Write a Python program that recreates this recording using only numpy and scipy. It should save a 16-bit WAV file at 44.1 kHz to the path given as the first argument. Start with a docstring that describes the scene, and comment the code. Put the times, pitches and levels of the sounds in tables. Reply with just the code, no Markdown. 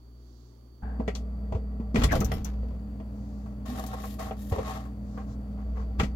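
"""A quiet kitchen hums faintly while soft brushes pass, until a hard cut to the inside of a humming refrigerator.
There the compressor and fan (wavering tones, coloured noise) go on; blows ring the cabinet, door racks tick.
The door seal peels loose in crackles and squeaks, the door swings open and bottles clink (decaying modes).
An egg carton snags and is dragged out over the shelf (random slips ringing resonances).
The door swings back and thuds shut."""
import sys
import numpy as np
from scipy import signal
from scipy.fft import rfft, irfft, next_fast_len
from scipy.io import wavfile

SR = 44100
rng = np.random.default_rng(int(sys.argv[2]) if len(sys.argv) > 2 else 0)


def wrap_up_sound(samples):
    """Save the sound to the file named by the first command line argument, as 16-bit audio."""
    columns = np.atleast_2d(samples).T
    # keep every value between -1 and 1, then stretch to whole-number steps
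    tamed = np.clip(columns, -1, 1)
    steps = np.round(tamed * 32767).astype(np.int16)
    wavfile.write(sys.argv[1], SR, steps)


N = 271563
T = np.arange(N) / SR


def amp(db):
    """Decibels to gain."""
    return 10 ** (np.asarray(db) / 20)


def unit(x):
    """Scale to rms 1."""
    return x / np.sqrt(np.mean(x ** 2))


def attack_level(x):
    """Scale each channel so that its first 20 ms have a spread (rms) of 1."""
    return x / np.std(x[:, :SR // 50], axis=1, keepdims=True)


def envelope(s, length, attack_s, release_s):
    """Rise from time s, hold until the length is up, then fall 60 dB in the release time."""
    rise = np.clip((T - s) / attack_s, 0, 1)
    return rise * amp(-60 * np.maximum(T - s - length, 0) / release_s)


def colour(x, points, power=1):
    """Filter by a spectrum of (Hz, dB) points, its dB values scaled by power."""
    hz, db = np.transpose(points)
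    size = next_fast_len(N)
    f = np.maximum(np.arange(size // 2 + 1) * SR / size, 1)
    gain = amp(power * np.interp(np.log(f), np.log(hz), db))
    return irfft(rfft(x, size) * gain, size)[..., :N]


def band(x, lo_hz, hi_hz, order=2):
    """Causal band-pass."""
    edges = [lo_hz, min(hi_hz, .45 * SR)]
    return signal.sosfilt(signal.butter(order, edges, "band", fs=SR, output="sos"), x)


def resonate(x, modes):
    """Parallel resonances (Hz, width Hz, dB)."""
    return sum(amp(db) * signal.lfilter(*signal.iirpeak(hz, hz / width, SR), x) for hz, width, db in modes)


def walk(rate):
    """Random drift: straight lines between normal draws, rate draws per second."""
    points = rng.standard_normal(int(N / SR * rate) + 2)
    return np.interp(T * rate, np.arange(len(points)), points)


def noise():
    """Two unrelated noises: mid and side."""
    return rng.standard_normal((2, N))


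def slips(rate, scatter_db):
    """Random tiny slips of scattered strength, rate per second; mid and side share their moments."""
    size = amp(scatter_db * np.minimum(rng.exponential(size=N), 5))
    return noise() * size * (rng.random(N) < rate / SR)


def add(out, s, x):
    """Mix x in from time s."""
    i = int(s * SR)
    out[..., i:i + x.shape[-1]] += x[..., :N - i]


def tone(hz, waver):
    """A motor tone near rms 1 whose phase and level wander; waver sets how far."""
    phase = 2 * np.pi * hz * T + waver * walk(7)
    return np.sqrt(2) * np.sin(phase) * amp(2 * waver * walk(11))


# mains and motor tones: pitch_hz, level_db
KITCHEN_TONES = [(59.2, -51.5), (118.4, -58.5), (204.6, -75), (242.2, -68), (296.1, -72), (1190, -88),
                 (4570, -79)]
# room air spectrum: freq_hz, density_db (per Hz, relative)
KITCHEN_AIR = [(82, -22), (140, 0.5), (151, -6), (238, 6.5), (367, 5.5), (578, -8), (1150, -17.5),
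               (2630, -29), (3270, -24), (4140, -33), (4480, -19), (4850, -32), (6520, -28), (8090, -33),
               (15500, -28)]
KITCHEN_AIR_DB = -61


def kitchen():
    """Faint mains hum from wavering sines; room air and the rumble of the building from filtered noise."""
    hum = sum(amp(db) * tone(hz, waver=0.85) for hz, db in KITCHEN_TONES)
    rumble = amp(-69) * unit(band(noise(), 25, 105))
    air = amp(KITCHEN_AIR_DB) * unit(colour(noise(), KITCHEN_AIR))
    return hum, rumble + air


# soft brushes of hand, sleeve and carton: start_s, length_s, rub_db, swish_db
BRUSHES = [(0.135, 0.51, -83, -77), (3.045, 0.55, -81, -77), (4.998, 0.3, -65, -74.5),
           (5.143, 0.12, -51.5, -87), (5.265, .1, -58, -70.5), (5.561, 0.095, -54.5, -91),
           (5.741, 0.12, -49.5, -74)]
# hollow carton resonances, also for catches and strokes: pitch_hz, width_hz, level_db
CARTON = [(240, 42, 1), (475, 65, 5.5), (643, 24, 4), (762, 42, 4), (918, 90, -5), (1082, 34, 6.5),
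          (1332, 16, -9), (1560, 57, -12), (1973, 19, -3.5)]
# resonances of the hollow rustle: pitch_hz, width_hz, level_db
RUSTLE_MODES = [(820, 81, 5), (1170, 670, -4.5), (1596, 130, 9)]
# the rustle sags, then stops
RUSTLE_S, RUSTLE_LENGTH_S, RUSTLE_DB, RUSTLE_SAG_DB_PER_S = 0.819, 0.21, -47, 59


def brushes():
    """Light rubbing (slips through the carton, swishing noise) that swells and fades; one hollow rustle."""
    rub = unit(resonate(band(slips(rate=860, scatter_db=-2.5), 270, 1800), CARTON))
    swish = unit(band(noise(), 3430, 7250, order=3))
    sag_db = RUSTLE_SAG_DB_PER_S * np.maximum(T - RUSTLE_S, 0)
    rustle = amp(RUSTLE_DB - sag_db) * envelope(RUSTLE_S, RUSTLE_LENGTH_S, attack_s=0.016, release_s=0.12)
    out = rustle * unit(resonate(band(noise(), 550, 1230), RUSTLE_MODES))
    for s, length, rub_db, swish_db in BRUSHES:
        swell = np.sin(np.pi * np.clip((T - s) / length, 0, 1))
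        out = out + swell * (amp(rub_db) * rub + amp(swish_db) * swish)
    return out


# the door swings open, then shut: start and length of each swing
OPENS_S, OPENING_S, CLOSES_S, CLOSING_S = 2.255, 0.98, 5.106, 1


def door_motion():
    """Opening and speed (both 0-1): each swing starts gently, is fastest halfway and eases to its end."""
    out = np.clip((T - OPENS_S) / OPENING_S, 0, 1)
    back = np.clip((T - CLOSES_S) / CLOSING_S, 0, 1)
    opening = np.sin(np.pi / 2 * out) ** 2 * np.cos(np.pi / 2 * back) ** 2
    return opening, np.sin(np.pi * out) + np.sin(np.pi * back)


# compressor and fan tones: pitch_hz, shut_db, open_db (door shut, door open)
HUM = [(59.88, -34, -38.5), (119.7, -67, -48.5), (166, -52.5, -58), (205.6, -43.5, -42), (243.8, -53, -56),
       (284, -67, -54.5), (442, -67.5, -76), (592, -65, -64.5)]
WHINE_HZ, WHINE_DB = 4610, -80
# a narrow gap tunes the cabinet to the motor: extra boom around this opening (0-1), over this range
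AJAR_DB, AJAR_AT, AJAR_RANGE = 5.5, 0.29, 0.21


def compressor():
    """The cabinet booms at the motor's rate, most with the door ajar; upper tones waver more."""
    opening, _ = door_motion()
    tones = []
    for hz, shut_db, open_db in HUM:
        level = amp(shut_db + opening * (open_db - shut_db))
        tones.append(level * tone(hz, min(hz / 620, 1)))
    boom, *upper = tones
    ajar = amp(AJAR_DB * np.exp(-((opening - AJAR_AT) / AJAR_RANGE) ** 2))
    hum = boom * ajar + sum(upper)
    # a thin whine pulses once per turn of the motor, over a narrow hiss
    pulsing = 1 + .5 * np.sin(2 * np.pi * HUM[0][0] * T)
    hiss = unit(band(rng.standard_normal(N), 4420, 4670))
    whine = pulsing * tone(WHINE_HZ, waver=0.53) + 0.78 * hiss
    return hum + amp(WHINE_DB - 1.8 * opening) * whine


# fan air spectrum in the cabinet: freq_hz, density_db (per Hz, relative)
FAN_AIR = [(15, -62), (25, -27), (35, -12), (48, -18), (68, -4), (86, -5), (113, -4), (148, -18.5),
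           (204, -6), (305, -14), (378, -36), (469, -23.5), (1490, -42), (4620, -61.5), (15500, -61)]
# resonances of liner and shelves, also for the knocks: pitch_hz, width_hz, level_db
CABINET = [(444.6, 54, 9.5), (644, 34, 5), (762.6, 12, 4.5), (987, 47, -5), (1157, 27, 2), (1307, 66, -0.5),
           (1580, 41, -7.5), (1914, 103, 0), (2330, 290, -11), (2710, 68, -19), (2950, 89, -20),
           (3300, 110, -6), (4030, 42, -25), (4310, 48, -5), (5180, 57, -15), (6400, 130, -62)]


def fan():
    """Circulating air, partly ringing in the cabinet; the open door lets the room's low drone in."""
    opening, _ = door_motion()
    air = unit(colour(noise(), FAN_AIR)) * amp(.6 * walk(6))
    hollow = unit(resonate(band(noise(), 338, 1084), CABINET))
    drone = amp(-60) * opening * unit(band(noise(), 79, 320))
    return amp(-45 + 2.6 * opening) * air + amp(-54.5 - 5.1 * opening) * hollow + drone


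# blows: start_s, part, level_db, contact_hz (the harder the higher), thump_db
KNOCKS = [(0.996, "wall", -36, 50, -19), (1.077, "rack", -30.5, 877, -21),
          (1.15, "shelf", -50.5, 4360, -44), (1.521, "shelf", -37, 596, -23),
          (1.547, "shelf", -39.5, 600, -15), (1.798, "wall", -48.5, 503, -20),
          (1.944, "wall", -39, 1600, -14), (1.956, "rack", -28.5, 1480, -14.5),
          (2.016, "door", -35.5, 1700, -24), (2.035, "door", -34.5, 5440, -9),
          (2.152, "shelf", -31.5, 1300, -35), (2.208, "rack", -35, 800, -19),
          (2.315, "frame", -35.5, 845, -38), (2.625, "shelf", -49, 400, -28),
          (2.706, "shelf", -53, 500, -40), (2.999, "door", -49.5, 650, -34.5),
          (4.307, "frame", -36, 340, -36), (4.519, "shelf", -33.5, 865, -14),
          (4.557, "shelf", -39, 300, -29), (4.582, "shelf", -30, 300, -24),
          (5.996, "frame", -31.5, 1820, -16.5), (6.031, "rack", -42, 2400, -20.5)]
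# parts that get struck: thump_hz, body_hz, knock_hz, knock_db (lift of the 900-3000 Hz band),
# t60_s (of the lowest band)
PARTS = {"wall": (218.5, 289, 1104, -1.5, 0.11), "rack": (201, 455, 1970, 1.95, 0.086),
         "door": (68, 310, 1090, 3.1, 0.067), "shelf": (90, 502, 1150.5, -2.5, 0.11),
         "frame": (73, 770, 1230, 5.9, 0.077)}
# bands of the clatter: low_hz, high_hz
KNOCK_BANDS_HZ = [(260, 900), (900, 3000), (3000, 8000), (8000, 16000)]
# one level per band at the hardest contact: level_db
KNOCK_BANDS_DB = [0.5, 1, 4, 5.5]
ROLL_OFF_DB = 42  # treble lost above the contact frequency, dB per decade
THUMP_LOW_HZ = 34.8  # lower edge of the thumps' band


def knocks():
    """Each blow flexes a panel (thump), rings the struck part and sets liner and shelves clattering."""
    thumps, clatter = np.zeros(N), np.zeros((2, N))
    t = T[:SR // 2]
    centres = np.sqrt(np.prod(KNOCK_BANDS_HZ, axis=1))
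    for s, part, db, contact_hz, thump_db in KNOCKS:
        thump_hz, body_hz, knock_hz, knock_db, t60 = PARTS[part]
        swing = np.sin(2 * np.pi * thump_hz * t) * (1 - np.exp(-t / 0.00081))
        add(thumps, s, amp(thump_db - 60 * t / 0.089) * swing)
        struck_part = [(body_hz, 55, 0), (knock_hz, 170, 0)]
        # a soft contact dulls the upper bands, relative to the lowest
        reach = np.hypot(contact_hz, centres)
        dull_db = ROLL_OFF_DB * np.log10(reach / reach[0])
        for k, (lo, hi) in enumerate(KNOCK_BANDS_HZ):
            # each higher band rings a little longer; a weak tail follows
            decay = amp(-60 * t / (t60 * 1.14 ** k)) + amp(-25.5 - 60 * t / 0.27)
            burst = rng.standard_normal((2, len(t))) * decay * (1 - np.exp(-t / 0.0014))
            paths = (0.49, burst), (0.98, resonate(burst, CABINET)), (0.73, resonate(burst, struck_part))
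            x = sum(share * unit(band(path, lo, hi, order=5)) for share, path in paths)
            level_db = db + KNOCK_BANDS_DB[k] + knock_db * (k == 1) - dull_db[k]
            add(clatter, s, amp(level_db) * attack_level(x))
    return band(thumps, THUMP_LOW_HZ, 1900), clatter


# ticks of the plastic door racks under strain: start_s, peak_db, upper_edge_hz
TICKS = [(1.151, -34.5, 4600), (2.1206, -32, 14000), (2.2041, -31, 16000), (2.2454, -30.5, 16000),
         (2.4455, -34.5, 14000)]
# rack resonances: pitch_hz, width_hz, level_db
RACK = [(3300, 100, -14), (6070, 570, 5), (6200, 200, -16), (10400, 340, -19), (11000, 470, -16),
        (13500, 480, -13), (14180, 560, 4)]


def racks():
    """Sharp plastic ticks: noise bursts ringing the rack, smeared by the close walls."""
    out, t = np.zeros((2, N)), T[:SR // 4]
    for s, db, top_hz in TICKS:
        burst = rng.standard_normal((2, len(t))) * (amp(-60 * t / 0.07) + amp(-28.0 - 60 * t / 0.24))
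        x = band(resonate(burst, RACK) + 0.34 * burst, 2130, top_hz)
        add(out, s, amp(db) * x / np.abs(x).max())
    return out


# seal pulls, peeling off the frame or pressed onto it: start_s, length_s, rumble_db, crackle_db
PULLS = [(1.968, 0.06, -23.5, -32.5), (2.023, .025, -18, -45), (2.106, 0.04, -21, -31),
         (2.177, 0.21, -29, -44), (2.446, 0.015, -43, -38.5), (5.983, 0.037, -27.5, -36.5)]
PULL_ATTACK_S, RUMBLE_RELEASE_S, CRACKLE_RELEASE_S = 0.014, 0.39, 0.22
# crackle spectrum of the seal: freq_hz, level_db
SEAL_COLOUR = [(150, -22), (250, 7), (544, -19.5), (692, -11.5), (1430, -15.5), (4630, -31), (6770, -35.5),
               (8620, -45.5), (12400, -38), (15500, -50)]
# the rubber lets go in short squeaks: start_s, length_s, pitch_hz, width_hz, level_db
SQUEAKS = [(2.082, .045, 2000, 597, -39.5), (2.11, .022, 1680, 160, -28), (2.126, 0.016, 1290, 400, -30.5),
           (2.124, 0.033, 670, 200, -29), (2.168, 0.018, 705, 80, -37), (2.21, 0.032, 1216, 160, -39.5)]
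# swing levels, before they fall with slower speed and wider opening
SWING_RUMBLE_DB, SWING_CRACKLE_DB = -40.5, -57.5


def door():
    """Low noise rumbles, slips crackle and narrow noise squeaks; the swing is heard most while the door is near."""
    opening, speed = door_motion()
    swing = speed * (1 - opening)
    rumble, crackle = amp(SWING_RUMBLE_DB) * swing, amp(SWING_CRACKLE_DB) * swing
    for s, length, rumble_db, crackle_db in PULLS:
        rumble_pull = amp(rumble_db) * envelope(s, length, PULL_ATTACK_S, RUMBLE_RELEASE_S)
        crackle_pull = amp(crackle_db) * envelope(s, length, PULL_ATTACK_S, CRACKLE_RELEASE_S)
        # add as powers
        rumble, crackle = np.hypot(rumble, rumble_pull), np.hypot(crackle, crackle_pull)
    out = rumble * unit(band(noise(), 30, 126))
    out += crackle * unit(colour(slips(rate=11000, scatter_db=4.5), SEAL_COLOUR))
    for s, length, hz, width, db in SQUEAKS:
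        lip = [(hz, width, 0)]
        ring = resonate(resonate(rng.standard_normal((2, SR // 4)), lip), lip)
        swell = signal.windows.tukey(int(length * SR), .5)
        add(out, s, amp(db) * swell * unit(ring[:, -len(swell):]))
    return out


# bottles touch: start_s, ring_peak_db
CLINKS = [(2.153, -35.5), (2.318, -34), (2.339, -43)]
# bottle modes: pitch_hz, strength_db (relative, scaled and varied at each touch)
BOTTLE = [(2030, -46), (3074, -51), (3305, -55), (5033, -61), (5475, -67), (7251, -71), (8430, -97),
          (8726, -90), (9469, -62), (10664, -60), (11526, -63), (12123, -53), (13006, -78), (13474, -77),
          (14567, -87), (15019, -101)]


def bottles():
    """Full bottles ring briefly as decaying sines; every touch excites the modes differently."""
    out, t = np.zeros((2, N)), T[:SR // 2]
    hz, mode_db = np.transpose(BOTTLE)
    for s, db in CLINKS:
        strength = amp(0.67 * mode_db + 2 * rng.standard_normal((2, len(hz))))
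        weights = strength * rng.choice([-1, 1], (2, len(hz)))
        ring = weights @ np.sin(2 * np.pi * hz[:, None] * t) * amp(-60 * t / 0.16)
        contact = band(rng.standard_normal((2, len(t))) * amp(-60 * t / 0.017), 400, 4000)
        add(out, s, amp(db) * (ring / np.abs(ring).max() + 1.8 * contact))
    return out


# the carton catches and bumps: start_s, tap_db, snap_db
CATCHES = [(3.46, -53, -80), (3.659, -50, -62), (3.78, -41.5, -67), (3.864, -54, -52.5),
           (3.931, -39.5, -66), (4.037, -40, -64), (4.193, -44, -55.5), (4.753, -50, -76),
           (4.852, -51, -72), (5.175, -43.5, -75), (5.768, -48.5, -79)]


def catches():
    """The carton's edge snags and springs free: a noise burst gives a snap and a hollow tap."""
    out, t = np.zeros((2, N)), T[:SR // 4]
    for s, tap_db, snap_db in CATCHES:
        burst = rng.standard_normal((2, len(t))) * amp(-60 * t / 0.13)
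        tap = resonate(band(burst, 370, 1800), CARTON)
        snap = band(burst, 2500, 15000)
        add(out, s, amp(tap_db) * attack_level(tap) + amp(snap_db) * attack_level(snap))
    return out


# strokes of the carton over the shelf: start_s, length_s, pressure_db, rasp_db, hiss_db
STROKES = [(3.65, 0.075, -46.5, -53, -62), (3.736, 0.092, -44.5, -53, -59.5),
           (3.876, 0.13, -47, -55.5, -67.5), (3.993, 0.12, -54, -55.5, -57),
           (4.183, 0.062, -38.5, -49.5, -59.5), (4.358, 0.17, -68, -65, -63),
           (4.507, 0.13, -43.5, -55, -72), (4.635, 0.12, -39.5, -50, -64.5)]
# scratch spectrum of the carton's skin: freq_hz, density_db (per Hz, relative)
SCRATCH = [(1060, -36), (1800, 6), (2030, -3.5), (2760, -2), (3620, -3.5), (5870, -12), (6910, -13),
           (8290, -20), (12100, -10.5), (15100, -18.5), (15800, -28)]
# lowest shelf resonance: pitch_hz, width_hz, level_db
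SHELF = [(234.5, 19, 0)]
# the carton grips at once; the hiss builds as it gathers speed; both die away as it stops
GRIP_S, GATHER_S, STOP_S = .014, 0.044, 0.35
# the shelf groans as the carton starts to slide
GROAN_S, GROAN_DB, GROAN_RISE_S, GROAN_FADE_S = 3.672, -38, 0.022, 0.96
SMEAR_S = 0.046  # the close walls smear each slip (t60)


def carton():
    """Stick-slip rings the hollow carton, its rough skin rasps and hisses, and the shelf groans."""
    grains = slips(rate=1600, scatter_db=3.3) * amp(2.5 * walk(70))
    t = T[:SR // 20]
    smear = rng.standard_normal((2, len(t))) * amp(-60 * t / SMEAR_S)
    grains = signal.fftconvolve(grains, smear, axes=1)[:, :N]
    body = unit(resonate(band(grains, 120, 3700), CARTON))
    skin = colour(unit(grains) + .65 * noise(), SCRATCH)
    rasp = unit(band(skin, 1630, 8900, order=4))
    hiss = unit(band(skin, 7650, 19500, order=4))
    pressing = rasping = hissing = 0
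    for s, length, press_db, rasp_db, hiss_db in STROKES:
        grip = envelope(s, length, GRIP_S, STOP_S)
        speed = envelope(s, length, GATHER_S, STOP_S)
        pressing = np.maximum(pressing, amp(press_db) * grip)
        rasping = np.maximum(rasping, amp(rasp_db) * grip)
        hissing = np.maximum(hissing, amp(hiss_db) * speed)
    groaning = amp(GROAN_DB) * envelope(GROAN_S, GROAN_RISE_S, GROAN_RISE_S, GROAN_FADE_S)
    groan = groaning * unit(resonate(band(noise(), 200, 490), SHELF))
    return groan + pressing * body + rasping * rasp + hissing * hiss


# stereo width, in both places: freq_hz, side_minus_mid_db
PORT_WIDTH = [(60, -39), (125, -31), (250, -10), (500, -7), (1000, -4), (2000, 0), (15000, 1)]


def ports(pair, centred, pan):
    """Two microphone ports: alike in the bass, unrelated and unevenly shaded in the treble; the right hears later."""
    mid, side = pair[0] + centred, colour(pair[1], PORT_WIDTH)
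    right = np.pad(mid - side, (10, 0))[:N]  # 10 samples late
    return np.array([colour(mid + side, pan, 0.66), colour(right, pan, -0.52)])


CUT_S = .826
# stereo shading, shared out between the ports: freq_hz, left_minus_right_db (before scaling)
KITCHEN_PAN = [(150, 0.5), (400, 0), (650, -7), (1200, -13.5), (1900, -1), (2700, -2), (4500, -15.5),
               (6500, -9.5), (8500, 0)]
INSIDE_PAN = [(350, 0), (1000, 1.5), (2000, 4.5), (4000, 7), (7300, 10), (9000, 1), (13000, 6)]
# broad tone shaping of the noises inside the cabinet: freq_hz, gain_db
INSIDE_TONE = [(300, -1.5), (600, 1), (1000, 0), (2000, -3.5), (4000, 0)]


def scene():
    """The kitchen until the cut, the inside of the refrigerator after it."""
    mains, room_air = kitchen()
    thumps, clatter = knocks()
    handling = brushes()
    outside = ports(room_air + handling, mains, KITCHEN_PAN)
    scattered = fan() + clatter + racks() + bottles() + door() + carton() + catches() + handling
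    inside = ports(colour(scattered, INSIDE_TONE), compressor() + thumps, INSIDE_PAN)
    cut = np.clip((T - CUT_S) / 0.0015, 0, 1)
    return (1 - cut) * outside + cut * inside


TOP_HZ = 16000


def record(dry):
    """A steep low-pass cuts the top."""
    return signal.sosfilt(signal.ellip(10, .2, 80, TOP_HZ, fs=SR, output="sos"), dry)


dry = scene()
out = record(dry)
wrap_up_sound(out)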